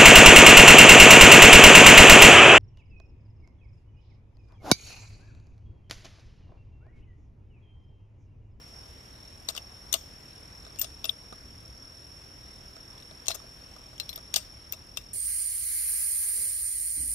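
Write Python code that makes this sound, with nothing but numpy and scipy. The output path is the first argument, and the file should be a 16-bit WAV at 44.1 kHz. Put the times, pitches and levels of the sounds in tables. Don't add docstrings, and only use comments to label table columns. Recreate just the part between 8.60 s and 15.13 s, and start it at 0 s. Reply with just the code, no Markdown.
import sys
import numpy as np
from scipy import signal
from scipy.fft import rfft, irfft, next_fast_len
from scipy.io import wavfile
from scipy.ndimage import uniform_filter1d, map_coordinates

SR = 44100
rng = np.random.default_rng(int(sys.argv[2]) if len(sys.argv) > 2 else 0)


def volts_from_db(level):
    exponent = np.asarray(level, float) / 20
    return 10 ** exponent


def generate_wav(sig):
    pcm = np.round(np.clip(np.atleast_2d(sig).T, -1, 1) * 32767).astype(np.int16)
    wavfile.write(sys.argv[1], SR, pcm)


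N = 288088

# frequency in Hz, level in dB per Hz.
RUMBLE_SPECTRUM = [(12, -35), (20, -12.5), (59, -1.5), (97, -6.5), (128, -8), (161, -12.5), (338, -16),
                   (468, -19.5), (700, -25), (910, -35), (1540, -120)]
# frequency in Hz, level in dB per Hz.
HISS_SPECTRUM = [(250, -26), (500, -4.5), (1000, -5), (1800, -7), (2900, -9.5), (3600, -10), (4700, -14.5),
                 (6500, -16.5), (9300, -21), (12000, -20.5), (14300, -24), (14900, -39)]
# frequency in Hz, left-right likeness from -1 to 1.
PORT_LIKENESS = [(25, 0.95), (60, 1), (130, 0.89), (290, 0.66), (640, 0.19), (1400, -0.16), (3100, 0.17),
                 (7000, 0.47), (14000, 0.17)]
TRAFFIC_DB, LEAVES_DB, CALMING_DB_PER_S = -51.5, -60, -0.21

STROKES_PER_S = 40.8
# time in seconds, near and far cricket drift in cycles.
STROKE_DRIFT = [(0, .23, 1.73), (1.3, .2, .7), (2.5, .25, -.25), (3.6, .33, -1.18), (4.75, .23, -2.27),
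                (5.85, .19, -3.31), (6.6, .11, -4.05)]
# time in seconds, effort in dB.
TRILL_EFFORT = [(0, -53), (.2, -50.5), (.5, -54), (.8, -51.5), (3.6, -50.5), (5.26, -51.5), (5.87, -50.5),
                (6.53, -52)]
# frequency in Hz, t60 in seconds.
YARD_DECAY = [(500, 0.29), (3000, 0.13), (8000, 1), (14000, 0.2)]

# frequency in Hz, width in Hz, level in dB.
RECEIVER_MODES = [(2020, 960, -13.5), (2726, 85, 0.5), (3520, 630, 3.5), (3747, 1015, 4.5), (4500, 2360, 2),
                  (5200, 1100, 6.5)]
BOLT_MODES = [(6080, 1220, 1), (6940, 580, 3.5), (7910, 560, -5.5), (8260, 220, 3), (9460, 1000, -12.5)]
SMALL_PART_MODES = [(11500, 800, -9), (13600, 520, 0), (12940, 2800, 27), (14500, 560, 3)]
STOCK_MODES = [(432, 250, -7), (644, 63, 4.5), (1189, 118, 1.5), (1480, 145, -3)]
MAT_MODES = [(120, 130, -5), (500, 900, -8), (1240, 230, -1)]

RAIL_SLAPS = [(2.1874, -33, 0, 5100), (2.1944, -45, 6, 2720), (2.2134, -24, -5, 4860),
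              (2.2155, -26, 3, 4500), (4.6584, -44, -2, 4900), (4.6675, -32, -5, 4500),
              (5.757, -31, -12, 3000), (5.3797, -47, 0, 3370), (5.7404, -20, -2, 4870)]
BOLT_STOPS = [(.8845, -48, 10, 4000), (.8869, -24, -2, 3900), (.9644, -33.5, -3, 4500),
              (2.2438, -32.5, -4, 3720), (2.4428, -26.5, -15, 3620), (2.4534, -28.5, -5, 3070),
              (4.6823, -21.5, 6, 3730)]
LOOSE_RATTLES = [(1.325, -37, -4, 3740), (1.3274, -25, 7, 3750), (4.7147, -27, -14, 3970),
                 (5.3986, -25, -11, 3160), (5.4914, -29.5, -11, 3880), (5.5578, -38.5, -18, 3640),
                 (5.7600, -13, -5.5, 5200), (6.1335, -35.5, -11, 3470)]
CATCH_SNAPS = [(.9767, -31.5, -5, 3200), (1.3396, -19.5, 1, 3900), (2.4932, -31.5, -30, 3570),
               (4.3794, -49, -14, 3540), (4.400, -50, -14, 3500), (4.423, -50, -11, 3600),
               (5.5288, -40.5, -9, 3580), (5.7632, -22, -0.5, 3500), (6.124, -36.5, 3.5, 4050),
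               (6.3714, -25, -4, 3120)]
TIGHT_DB, LOOSE_DB = -13.5, -0.5
STILL_DB, JOLTED_DB = -23, -13.5
# start in seconds, stock peak in dB, receiver re stock in dB.
STOCK_KNOCKS = [(.9502, -42, 5), (2.0497, -53, 4), (2.0654, -45, -3), (2.159, -50.5, 3), (2.726, -41.5, -5),
                (4.1654, -47.5, 1), (4.5106, -47, 0), (4.7054, -35.5, 5), (4.799, -47, -8),
                (4.8396, -49, -9), (5.1627, -46, -3.5), (5.3287, -50, -6), (5.5764, -44.5, 3.5),
                (5.5894, -50, 3)]
# start in seconds, length in seconds, receiver peak in dB, bolt and stock re receiver in dB.
STEEL_SLIDES = [(0.893, 0.02, -31.5, -2, -6.5), (0.956, 0.037, -38.5, -12, -4),
                (1.332, 0.042, -28.5, -7, -5), (2.221, 0.039, -33.5, -15, -10),
                (2.485, 0.027, -38, -21, -18), (4.657, 0.0089, -42, -8, -20), (4.694, 0.033, -28, -8, -11),
                (4.743, 0.022, -33.5, 4, -5.5), (5.735, 0.016, -35, -11, -4), (5.764, 0.031, -26, -3, -20),
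                (6.128, .025, -39.5, 0, -5), (6.359, 0.042, -44, -9, -18)]

# start in seconds, pitch in Hz, peak in dB.
HELD_CLANGS = [(0.8884, 3840, -19.5), (0.888, 4290, -24), (0.976, 2990, -27), (1.328, 3650, -20),
               (1.339, 2930, -20.5), (2.4932, 3416, -12), (2.4934, 3730, -17.5), (5.560, 12150, -25),
               (5.7606, 3020, -24), (6.123, 14300, -19), (6.373, 3200, -27.5)]
CLANG_T60_S = 0.02
# start in seconds, peak in dB.
HOLLOW_TONE = (660, .07)
HOLLOW_RINGS = [(.978, -46), (1.343, -33.5), (2.218, -48), (2.246, -44), (4.701, -33), (5.765, -35.5)]
LUG_TONE = (2770, .1)
LUG_RINGS = [(2.189, -40), (2.443, -38)]
HANDLE_TONE = (4110, 0.068)
HANDLE_RINGS = [(4.684, -33), (4.7156, -33.5), (5.399, -26), (5.493, -33)]
SHROUD_TONE = (8400, 0.15)
SHROUD_RINGS = [(5.762, -34)]
CASE_TONE = (9450, 0.18)
CASE_RINGS = [(2.217, -42), (2.456, -38)]
ROUND_TONE = (12300, 0.065)
ROUND_RINGS = [(5.400, -40), (5.493, -37), (5.531, -41)]
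SPRING_TONE = (14210, 0.048)
SPRING_RINGS = [(2.194, -23.5), (2.214, -17), (2.444, -29), (2.495, -38)]

# start in seconds, peak in dB.
HARD_CRACKS = [
    (1.3277, -24),
    (4.6825, -17.5),
    (5.7408, -26),
    (5.7612, -23),
]
CRACK_S = .00012
# start in seconds, peak in dB.
CASE_LANDING = (2.7243, -33)

# frequency in Hz, left-right difference in dB.
BODY_SHADOW = [(300, -2), (900, -2), (1600, 3), (2500, 14), (5000, 9), (9000, 5), (14000, 8)]
# frequency in Hz, lead in samples.
LEFT_LEAD = [(700, 8), (2500, 16)]
# frequency in Hz, gain in dB.
TOP_ROLLOFF = [(14500, 0), (15200, -15), (16550, -22), (16700, -90)]


def unit(x):
    return x / np.sqrt(np.mean(x ** 2) + 1e-20)


def along(points, hz):
    f, v = np.transpose(points)
    return np.interp(np.log(hz + 1), np.log(f + 1), v)


def curves(rows):
    s, *cols = np.transpose(rows)
    return [np.interp(np.arange(N) / SR, s, c) for c in cols]


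def wobble(rate):
    knots = rng.standard_normal(int(N * rate / SR) + 4)
    return map_coordinates(knots, [np.arange(N) * rate / SR])


def filtered(x, response):
    m = next_fast_len(x.shape[-1] + 4096)
    return irfft(rfft(x, m) * response(np.fft.rfftfreq(m, 1 / SR)), m)[..., :x.shape[-1]]


def rush(spectrum, patchy_db):
    z = signal.stft(rng.standard_normal((2, N)), nperseg=512)[2]
    patches = uniform_filter1d(rng.standard_normal(z.shape[1:]), 6, 0)
    patches = uniform_filter1d(patches, 14, 1)
    pair = signal.istft(z * volts_from_db(patchy_db * unit(patches)), nperseg=512)[1][:, :N]

    def mid_side(hz):
        angle = np.arccos(np.clip(along(PORT_LIKENESS, hz), -1, 1)) / 2
        return volts_from_db(along(spectrum, hz)) * [np.cos(angle), np.sin(angle)]

    mid, side = filtered(pair, mid_side)
    return unit(np.array([mid + side, mid - side]))


def air():
    calming_db = CALMING_DB_PER_S * np.arange(N) / SR
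    leaves_db = LEAVES_DB + calming_db + 1.0 * wobble(1.29) + [[4.5], [3.5]]
    traffic_db = TRAFFIC_DB + calming_db + 0.58 * wobble(3.01)
    leaves = volts_from_db(leaves_db) * rush(HISS_SPECTRUM, patchy_db=1.18)
    traffic = volts_from_db(traffic_db) * rush(RUMBLE_SPECTRUM, patchy_db=-0.25)
    return traffic + leaves


def cricket(drift, wing_hz, overtone_db):
    t = np.arange(N) / SR
    place = (STROKES_PER_S * t + drift + .5) % 1 - .5
    late = np.clip(place - .02, 0, .3)
    opening = np.clip((place + 0.22) / 0.029, 0, 1)
    closing = np.clip((.31 - place) / 0.036, 0, 1)
    gate = opening * volts_from_db(-150 * late ** 2) * closing * volts_from_db(1.74 * wobble(40))
    phase = 2 * np.pi * np.cumsum(wing_hz + 18 * wobble(25) - 7000 * late ** 2) / SR
    octave = gate * volts_from_db(-150 * (place - .06) ** 2) * np.sin(2 * phase)
    return unit(gate * np.sin(phase)) + volts_from_db(overtone_db) * unit(octave)


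def yard(x, gap_s):
    hz, t, z = signal.stft(rng.standard_normal((2, SR // 3)), SR, nperseg=256)
    decay = volts_from_db(-60 * t / along(YARD_DECAY, hz)[:, None])
    tail = signal.istft(z * decay, SR, nperseg=256)[1]
    delayed = np.pad(x, (round(gap_s * SR), 0))[None]
    return signal.fftconvolve(delayed, tail / np.linalg.norm(tail[0]), axes=1)[:, :N]


def crickets():
    near_drift, far_drift = curves(STROKE_DRIFT)
    near = cricket(near_drift, wing_hz=5518, overtone_db=-17)
    far = cricket(far_drift, wing_hz=5467, overtone_db=-11.0)
    chorus_spectrum = [(4700, -60), (5000, -24), (5350, -5), (5500, 0), (5650, -12), (6000, -27), (6400, -60)]
    chorus = volts_from_db(-11) * rush(chorus_spectrum, patchy_db=1.5)
    both = near * volts_from_db([[-3.5], [-2.5]]) + far * volts_from_db([[-9], [-11]])
    smear = volts_from_db(-8) * yard(both[0], gap_s=.003)
    return volts_from_db(curves(TRILL_EFFORT)[0]) * (both + smear + chorus)


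def chatter(t, shape, shared):
    common, spikes, *own = rng.standard_normal((4, len(t)))
    own = np.array(own)
    noise = shared * common + np.sqrt(1 - shared ** 2) * own
    scatter = volts_from_db(-22.5 - 60 * t / 0.33) * (1 - np.exp(-t / 0.0015)) * own
    return shape * np.exp(.4 * spikes) * noise + scatter


def struck(force, modes, favoured_hz=None):
    gains = rng.standard_normal(len(modes)) * 1.5
    if favoured_hz:
        distance = np.abs(np.log(np.transpose(modes)[0] / favoured_hz))
        gains = gains - np.minimum(30 * distance, 11)

    def resonances(f):
        total = 0
        for k, ((hz, width, db), gain) in enumerate(zip(modes, gains)):
            peak = 1j * f * width / (hz * hz - f * f + 1j * f * width)
            total = total + (-1) ** k * volts_from_db(db + gain) * peak
        return total

    answer = filtered(force, resonances)
    return answer / np.abs(answer).max()


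def gun(force, bolt_db, small_db, stock_db, favoured_hz=None):
    receiver = struck(force, RECEIVER_MODES, favoured_hz)
    bolt = volts_from_db(bolt_db) * struck(force, BOLT_MODES)
    small_parts = volts_from_db(small_db) * struck(force, SMALL_PART_MODES)
    stock = volts_from_db(stock_db) * struck(force, STOCK_MODES)
    return receiver + bolt + small_parts + stock


def blows():
    kinds = [(RAIL_SLAPS, TIGHT_DB, STILL_DB), (BOLT_STOPS, TIGHT_DB, JOLTED_DB),
             (LOOSE_RATTLES, LOOSE_DB, STILL_DB), (CATCH_SNAPS, LOOSE_DB, JOLTED_DB)]
    hits = []
    for rows, small_db, stock_db in kinds:
        for s, db, bolt_db, hz in rows:
            hits.append((s, db, bolt_db, bolt_db + small_db, stock_db, hz))
    for s, stock_peak_db, receiver_db in STOCK_KNOCKS:
        hits.append((s, stock_peak_db + receiver_db, -5.5, -20, -receiver_db, 4000))
    return hits


def rings():
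    free = [(HOLLOW_TONE, HOLLOW_RINGS), (LUG_TONE, LUG_RINGS), (HANDLE_TONE, HANDLE_RINGS),
            (SHROUD_TONE, SHROUD_RINGS), (CASE_TONE, CASE_RINGS), (ROUND_TONE, ROUND_RINGS),
            (SPRING_TONE, SPRING_RINGS)]
    clangs = [(*row, CLANG_T60_S) for row in HELD_CLANGS]
    return clangs + [(s, hz, db, t60) for (hz, t60), hits in free for s, db in hits]


def ringing(t, hz, t60):
    waver = np.cumsum(rng.standard_normal((2, len(t))), axis=1) * .035
    swell = volts_from_db(2.2 * unit(uniform_filter1d(rng.standard_normal(len(t)), size=300)))
    envelope = swell * volts_from_db(-60 * t / t60) * (1 - np.exp(-t / 0.00057))
    return envelope * np.sin(2 * np.pi * hz * t + waver)


def rifle():
    out, t = np.zeros((2, N + SR)), np.arange(SR // 5) / SR

    def place(s, sound):
        out[:, round(s * SR):][:, :len(t)] += sound

    blow = (1 - np.exp(-t / .0004)) * (volts_from_db(-60 * t / .033) + volts_from_db(9 - 60 * t / .006))
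    for s, db, *parts in blows():
        place(s, volts_from_db(db + 5.5) * gun(chatter(t, blow, shared=0.57), *parts))
    for s, length, db, bolt_db, stock_db in STEEL_SLIDES:
        stroke = np.abs(np.sin(np.pi * np.clip(t / length, 0, 1) ** 0.53))
        small_db = bolt_db - 0.5
        place(s, volts_from_db(db) * gun(chatter(t, stroke, shared=0.57), bolt_db, small_db, stock_db))
    for s, hz, db, t60 in rings():
        place(s, volts_from_db(db) * ringing(t, hz, t60))
    for s, db in HARD_CRACKS:
        place(s, volts_from_db(db) * (1 - t / CRACK_S) * np.exp(-t / CRACK_S))
    s, db = CASE_LANDING
    place(s, volts_from_db(db) * struck(chatter(t, blow, shared=0.78), MAT_MODES))
    return out[:, :N]


def scene():
    sides = np.array([[.5], [-.5]])

    def from_left(hz):
        lead = np.exp(2j * np.pi * hz * sides * along(LEFT_LEAD, hz) / SR)
        return volts_from_db(sides * along(BODY_SHADOW, hz)) * lead

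    return air() + crickets() + filtered(rifle(), from_left)


def top_cut(x):
    return signal.sosfilt(signal.butter(12, 16620, fs=SR, output="sos"), x)


def record(dry):
    mix = filtered(dry, lambda hz: volts_from_db(along(TOP_ROLLOFF, hz)))
    return top_cut(mix)


dry = scene()
out = record(dry)
generate_wav(out)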